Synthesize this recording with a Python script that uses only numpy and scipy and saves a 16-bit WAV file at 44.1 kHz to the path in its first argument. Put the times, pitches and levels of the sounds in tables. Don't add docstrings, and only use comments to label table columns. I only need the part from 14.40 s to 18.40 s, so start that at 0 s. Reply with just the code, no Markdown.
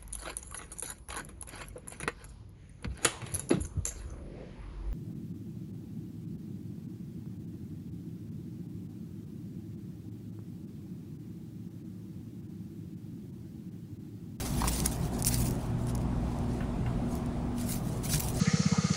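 import sys
import numpy as np
from scipy import signal
from scipy.fft import rfft, irfft, next_fast_len
from scipy.io import wavfile
from scipy.ndimage import map_coordinates

SR = 44100
rng = np.random.default_rng(int(sys.argv[2]) if len(sys.argv) > 2 else 0)


def int16_out(signal):
    q = np.round(np.clip(np.atleast_2d(signal).T, -1, 1) * 32767)
    wavfile.write(sys.argv[1], SR, q.astype(np.int16))


N = 176400


def rustle():
    # centre t/s, length/s, crinkle level/dB, scrape level/dB, treble lift/dB
    moves = [(.008, 0.032, -40, -41, 5.5), (0.066, 0.034, -38.5, -45.5, -5), (0.154, 0.15, -45, -50, 4.5),
             (0.201, 0.023, -41, -49, 1), (0.214, 0.015, -46, -41.5, 1), (0.261, 0.028, -39.5, -41.5, 5),
             (0.288, 0.018, -37, -44, 4), (0.339, 0.055, -39, -42.5, 4), (0.387, 0.035, -36, -46, -1),
             (0.455, .022, -38, -41, 4), (0.477, 0.04, -40, -58, -4), (0.536, 0.036, -42, -49.5, 1),
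             (0.639, 0.06, -49.5, -52.5, 5), (0.749, 0.029, -44, -57, -5), (0.795, 0.017, -42.5, -59, 3),
             (0.827, 0.0062, -44, -51, 0), (0.875, 0.018, -28.5, -52, 8.5), (0.938, 0.05, -36, -44.5, 3),
             (1.006, 0.031, -38, -50, 7.5), (1.067, 0.031, -36.5, -54, 3), (1.132, 0.043, -49.5, -67, -1),
             (1.23, 0.079, -55, -58.5, 2), (1.418, 0.04, -52.5, -66, -4), (1.493, 0.022, -43, -54, -8),
             (1.576, 0.023, -62, -67, -3), (1.615, 0.021, -55, -61, -2), (1.933, 0.18, -62.5, -61, -2),
             (2.14, 0.069, -54.5, -60, -9), (2.745, 0.062, -50, -71, -5), (3.214, 0.046, -45, -54, -1),
             (3.322, 0.059, -38.5, -50, 5.5), (3.47, 0.036, -53.5, -58, 8), (3.53, 0.11, -48.5, -68, -4),
             (3.656, 0.021, -35.5, -46.5, 3), (3.699, 0.019, -36, -56, 1), (3.725, 0.026, -31, -45.5, 2),
             (3.744, .008, -39, -36, 0), (3.753, 0.019, -30.5, -39, 0), (3.78, 0.0095, -32.5, -50, -1),
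             (3.802, 0.0071, -33.5, -39.5, 6), (3.838, 0.05, -39, -51, 5.5), (3.894, 0.028, -38.5, -55, 2),
             (3.998, 0.071, -37, -50, -5)]
    # f/Hz, density/dB
    skin_spectrum = [(1000, -26), (2100, -9.5), (2700, -9.5), (3500, -9), (4200, -5), (5300, -3),
                     (6400, -1), (8400, 0.5), (9600, 3.5), (10600, 2), (11600, -4), (13000, -2),
                     (15200, -2.5), (16500, 6)]
    # f/Hz, density/dB
    scrape_spectrum = [(250, -4), (700, -9), (1300, 0), (1700, 0), (2150, 0.5), (2650, 0), (3100, -1.5),
                       (3600, -0.5), (6000, -2), (12000, -16.5)]
    slide_share, shelf_hz, shelf_width_hz = 0.62, 10900, 2900
    buckling = unit(colour(creases(), skin_spectrum))
    crinkle = np.sqrt(1 - slide_share) * buckling + np.sqrt(slide_share) * noise(skin_spectrum)
    crinkle, scrape = [shimmer(x, patch_hz=267.6, patch_s=0.02, depth_db=4)
                       for x in (crinkle, noise(scrape_spectrum))]
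    shelf = 0.5 + 0.5 * np.tanh((np.fft.rfftfreq(N, 1 / SR) - shelf_hz) / shelf_width_hz)
    treble = irfft(rfft(crinkle) * shelf, N)
    t, power = clock(), np.zeros((3, N))
    for centre_s, length_s, crinkle_db, scrape_db, lift_db in moves:
        near = np.abs(t - centre_s) < 2 * length_s
        swell = 0.5 ** (np.abs(2 * (t[near] - centre_s) / length_s) ** 1.76)
        power[:, near] += amp([[crinkle_db], [crinkle_db + lift_db], [scrape_db]]) ** 2 * swell
    flutter = unit(amp(1.5 * wobble(rate_hz=170)))
    return (np.sqrt(power) * [crinkle - treble, treble, scrape]).sum(0) * flutter


def creases(count=20000, size=128):
    rate_hz, centre_hz, spread_octaves, spread_db, t60_cycles = 4500, 7700, 0.63, 3, 5.6
    gap, strength = rng.exponential(size=(2, count))
    hz = np.clip(centre_hz * 2 ** (spread_octaves * rng.standard_normal(count)), SR / 40, SR / 2.5)
    start = (np.cumsum(gap) * SR / rate_hz).astype(int)
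    cycles = hz[:, None] * np.arange(size) / SR
    gain = amp(spread_db * np.minimum(strength, 4.5))
    rings = gain[:, None] * np.sin(2 * np.pi * cycles) * decay(cycles, t60_cycles)
    return np.bincount((start[:, None] + np.arange(size)).ravel(), rings.ravel(), N)[:N]


def snaps():
    # t/s, level before trim/dB, flake f/Hz, length/ms
    cracks = [(0.0634, -29, 8260, 1.8), (0.2786, -17, 8400, 1.7), (0.279, -22, 2400, 1.4),
              (0.2822, -26, 9600, 1.9), (0.402, -21, 9800, 0.99), (0.4024, -20.5, 4650, 1.1),
              (0.457, -21, 9700, 1), (0.46, -11.5, 9500, 2), (0.4623, -18, 6400, 0.5),
              (.514, -31, 9700, 1.5), (0.653, -35, 6000, 1.1), (.7355, -36, 10400, 1),
              (.792, -29.5, 5440, 0.84), (.8242, -15, 10500, 0.65), (0.8478, -15.5, 5600, 1.3),
              (0.869, -11.5, 9400, 1.2), (0.875, -20, 9600, 2.6), (.888, -17.5, 9200, 1.2),
              (0.9426, -16.5, 8900, 1.2), (0.9451, -12.5, 4800, 0.27), (0.9875, -28, 10300, 1),
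              (1.032, -32, 9500, 0.92), (1.109, -29, 12500, 1.7), (1.153, -37, 9000, 1.1),
              (1.4695, -35, 9700, 1.9), (1.5507, -29.5, 6800, 0.9), (1.553, -31, 10600, 2.1),
              (1.579, -34.5, 8000, 0.74), (1.988, -38, 7900, 1), (2.753, -35, 14500, 2.7),
              (2.86, -43.5, 9500, 3.2), (3.182, -36, 3100, 2.5), (3.2126, -28, 9500, 0.85),
              (3.2918, -29, 9200, 1.2), (3.747, -17.5, 9400, 1.2), (3.7988, -30, 6800, .9),
              (3.8046, -17, 13700, 1.1), (3.8062, -25, 13000, 1.3), (3.8850, -25, 9250, 1.3),
              (3.8855, -34, 2580, 1.3), (3.9725, -37, 5460, 0.88)]
    # f/Hz, density/dB
    crack_spectrum = [(500, -23), (2000, -3), (3200, -4.5), (4300, -1.5), (6000, 5), (8000, -0.5),
                      (9700, 3), (12000, -3.5), (16000, -3.5)]
    trim_db, flake_q, flake_share = -5.5, 8.1, 0.46
    out, t = np.zeros(N), np.arange(1024) / SR
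    for start_s, db, flake_hz, length_ms in cracks:
        age = t * 1000 / length_ms
        envelope = np.sqrt(age) * np.exp(-2 * age)
        envelope /= envelope.max()
        crack = unit(colour(envelope * rng.standard_normal(len(t)), crack_spectrum))
        ring = unit(signal.lfilter(*signal.iirpeak(flake_hz, flake_q, SR), crack))
        snap = unit((1 - flake_share) * crack + flake_share * ring)
        add(out, start_s, amp(db + trim_db) * np.sqrt(np.mean(envelope ** 2)) * snap)
    return out


def board():
    # t/s, level/dB
    bumps = [(0.111, -28), (.62, -26.5), (3.737, -28)]
    # t/s, level/dB
    knocks = [(0.2177, -23.5), (0.24, -21.5), (0.2726, -26.5)]
    # f/Hz, density/dB
    wood_spectrum = [(200, -22), (600, 4), (1100, 1), (1600, -8), (2200, -13), (4000, -28)]
    out = np.zeros(N)
    for start_s, db in bumps:
        add(out, start_s, amp(db) * thud(hz=150, rise_s=0.0094))
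    for start_s, db in knocks:
        add(out, start_s, amp(db) * thud(hz=1000, rise_s=0.0008))
        add(out, start_s, amp(db - 14) * puff(wood_spectrum, t60_s=0.12))
    return out


def taps():
    # t/s, level/dB
    hits = [(2.206, -35), (2.4627, -36.5)]
    # f/Hz, relative level/dB, t60/s
    modes = [(1524, -5, 0.081), (1740, 0, 0.022), (2100, -7, .06), (2160, -10, 0.028), (2750, -11, .06),
             (3490, -23, 0.034)]
    # f/Hz, density/dB
    rasp_spectrum = [(600, -4), (1500, 1), (2100, -9), (2900, -5.5), (3800, -19), (9000, -27)]
    scatter_db, rise_s = 1.7, 0.0003
    out, t = np.zeros(N), np.arange(SR // 5) / SR
    for start_s, db in hits:
        ring = np.zeros(len(t))
        for hz, mode_db, t60_s in modes:
            gain = amp(mode_db + rng.normal(0, scatter_db))
            ring += gain * decay(t, t60_s) * np.sin(2 * np.pi * (hz * t + rng.random()))
        ring *= 1 - np.exp(-t / rise_s)
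        rasp = amp(-12) * puff(rasp_spectrum, t60_s=0.25)
        add(out, start_s, amp(db) * (ring / np.abs(ring).max() + rasp))
    return out


def thud(hz, rise_s):
    t = np.arange(SR // 5) / SR
    return (t / rise_s / 2) ** 2 * np.exp(2 - t / rise_s) * np.sin(2 * np.pi * hz * t)


def puff(spectrum, t60_s):
    t = np.arange(SR // 5) / SR
    return unit(colour(rng.standard_normal(len(t)), spectrum)) * decay(t, t60_s)


def reflections(x, count=8, latest_s=0.009):
    delays = (rng.uniform(0.1, 1, count) * latest_s * SR).astype(int)
    return sum(np.pad(x, (delay, 0))[:N] for delay in delays) / np.sqrt(count)


def room(x, t60_s=0.5, rise_s=0.0024):
    t = np.arange(SR // 3) / SR
    tail = rng.standard_normal(len(t)) * decay(t, t60_s) * (1 - np.exp(-t / rise_s))
    return signal.fftconvolve(x, tail / np.linalg.norm(tail))[:N]


def rumble():
    # f/Hz, density/dB
    air_spectrum = [(20, -13), (35, 0), (52, 1.5), (80, 0), (120, -1), (158, 3), (210, -0.5), (300, -6),
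                    (400, -10.5), (510, -16.5), (680, -12), (1000, -18.5), (1600, -29), (3000, -35.5),
                    (6000, -42.5), (10000, -43.5), (12000, -55), (16000, -52)]
    level_db, drift_db = -34.5, 0.49
    gain = amp(level_db - drift_db * wobble(rate_hz=2.8))
    return gain * shimmer(noise(air_spectrum), patch_hz=202.5, patch_s=0.07, depth_db=1.5)


def hum():
    # f/Hz, base rms level/dB
    lines = [(59.2, -43), (119.7, -39), (240.3, -43.5), (360.5, -55)]
    # t/s, lowest line/dB, second line/dB, upper two lines/dB
    swells = [(0, -5, -5, -5), (.22, 6.5, -16, 2), (.5, 2, -6, -8), (.72, 6, 1, -2), (1.0, 6, 6, 1.5),
              (1.23, -3, -2, -0.5), (1.45, -3, 4.5, 3), (1.7, 9.5, 2, 1.5), (1.95, 2, -0.5, 1),
              (2.14, 6, 5.5, 5.5), (2.3, -5, -9, 2), (2.48, -2, 6, 0.5), (2.7, -2, -6.5, 5),
              (2.9, 3, -7, 4), (3.18, -3, -4, 3.5), (3.4, -14, -3.5, -2.5), (3.7, 3, -2.5, -4),
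              (4, 2, 2, 0.5)]
    waver_db, wander_rad = 1.8, 0.49
    knots_s, lowest_db, second_db, upper_db = np.transpose(swells)
    out, t = np.zeros(N), clock()
    for (hz, db), swell_db in zip(lines, [lowest_db, second_db, upper_db, upper_db]):
        waver = amp(waver_db * wobble(rate_hz=3.96))
        tone = np.sin(2 * np.pi * hz * t + wander_rad * wobble(rate_hz=6))
        out += amp(db + np.interp(t, knots_s, swell_db)) * unit(waver * tone)
    return out


def shimmer(x, patch_hz, patch_s, depth_db, size=512):
    hz, t, spectra = signal.stft(x, SR, nperseg=size)
    grid = np.meshgrid(hz / patch_hz, t / patch_s, indexing="ij")
    field = map_coordinates(rng.standard_normal((size, size)), grid, mode="wrap")
    return unit(signal.istft(spectra * amp(depth_db * field), SR, nperseg=size)[1][:N])


def colour(x, spectrum):
    size = next_fast_len(len(x) + 2048)
    hz, db = np.transpose(spectrum)
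    gain = amp(np.interp(np.log(np.fft.rfftfreq(size, 1 / SR) + 1), np.log(hz), db))
    return irfft(rfft(x, size) * gain, size)[:len(x)]


def noise(spectrum):
    return unit(colour(rng.standard_normal(N), spectrum))


def wobble(rate_hz):
    return map_coordinates(rng.standard_normal(4096), [clock() * rate_hz], mode="wrap")


def decay(t, t60):
    return np.exp(-np.log(1000) * t / t60)


def add(track, start_s, sound):
    part = track[round(start_s * SR):][:len(sound)]
    part += sound[:len(part)]


def amp(db):
    return 10 ** (np.asarray(db) / 20)


def unit(x):
    return x / np.sqrt(np.mean(x ** 2) + 1e-20)


def clock():
    return np.arange(N) / SR


def scene():
    garlic = rustle() + snaps() + board() + taps()
    return (garlic + amp(-15) * reflections(garlic) + amp(-34) * room(garlic) + rumble() + hum())[None]


def record(dry):
    top_hz, size = 15650, next_fast_len(N + 8192)
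    passband = np.fft.rfftfreq(size, 1 / SR) < top_hz
    return irfft(rfft(dry, size) * passband, size)[:, :N]


dry = scene()
out = record(dry)
int16_out(out)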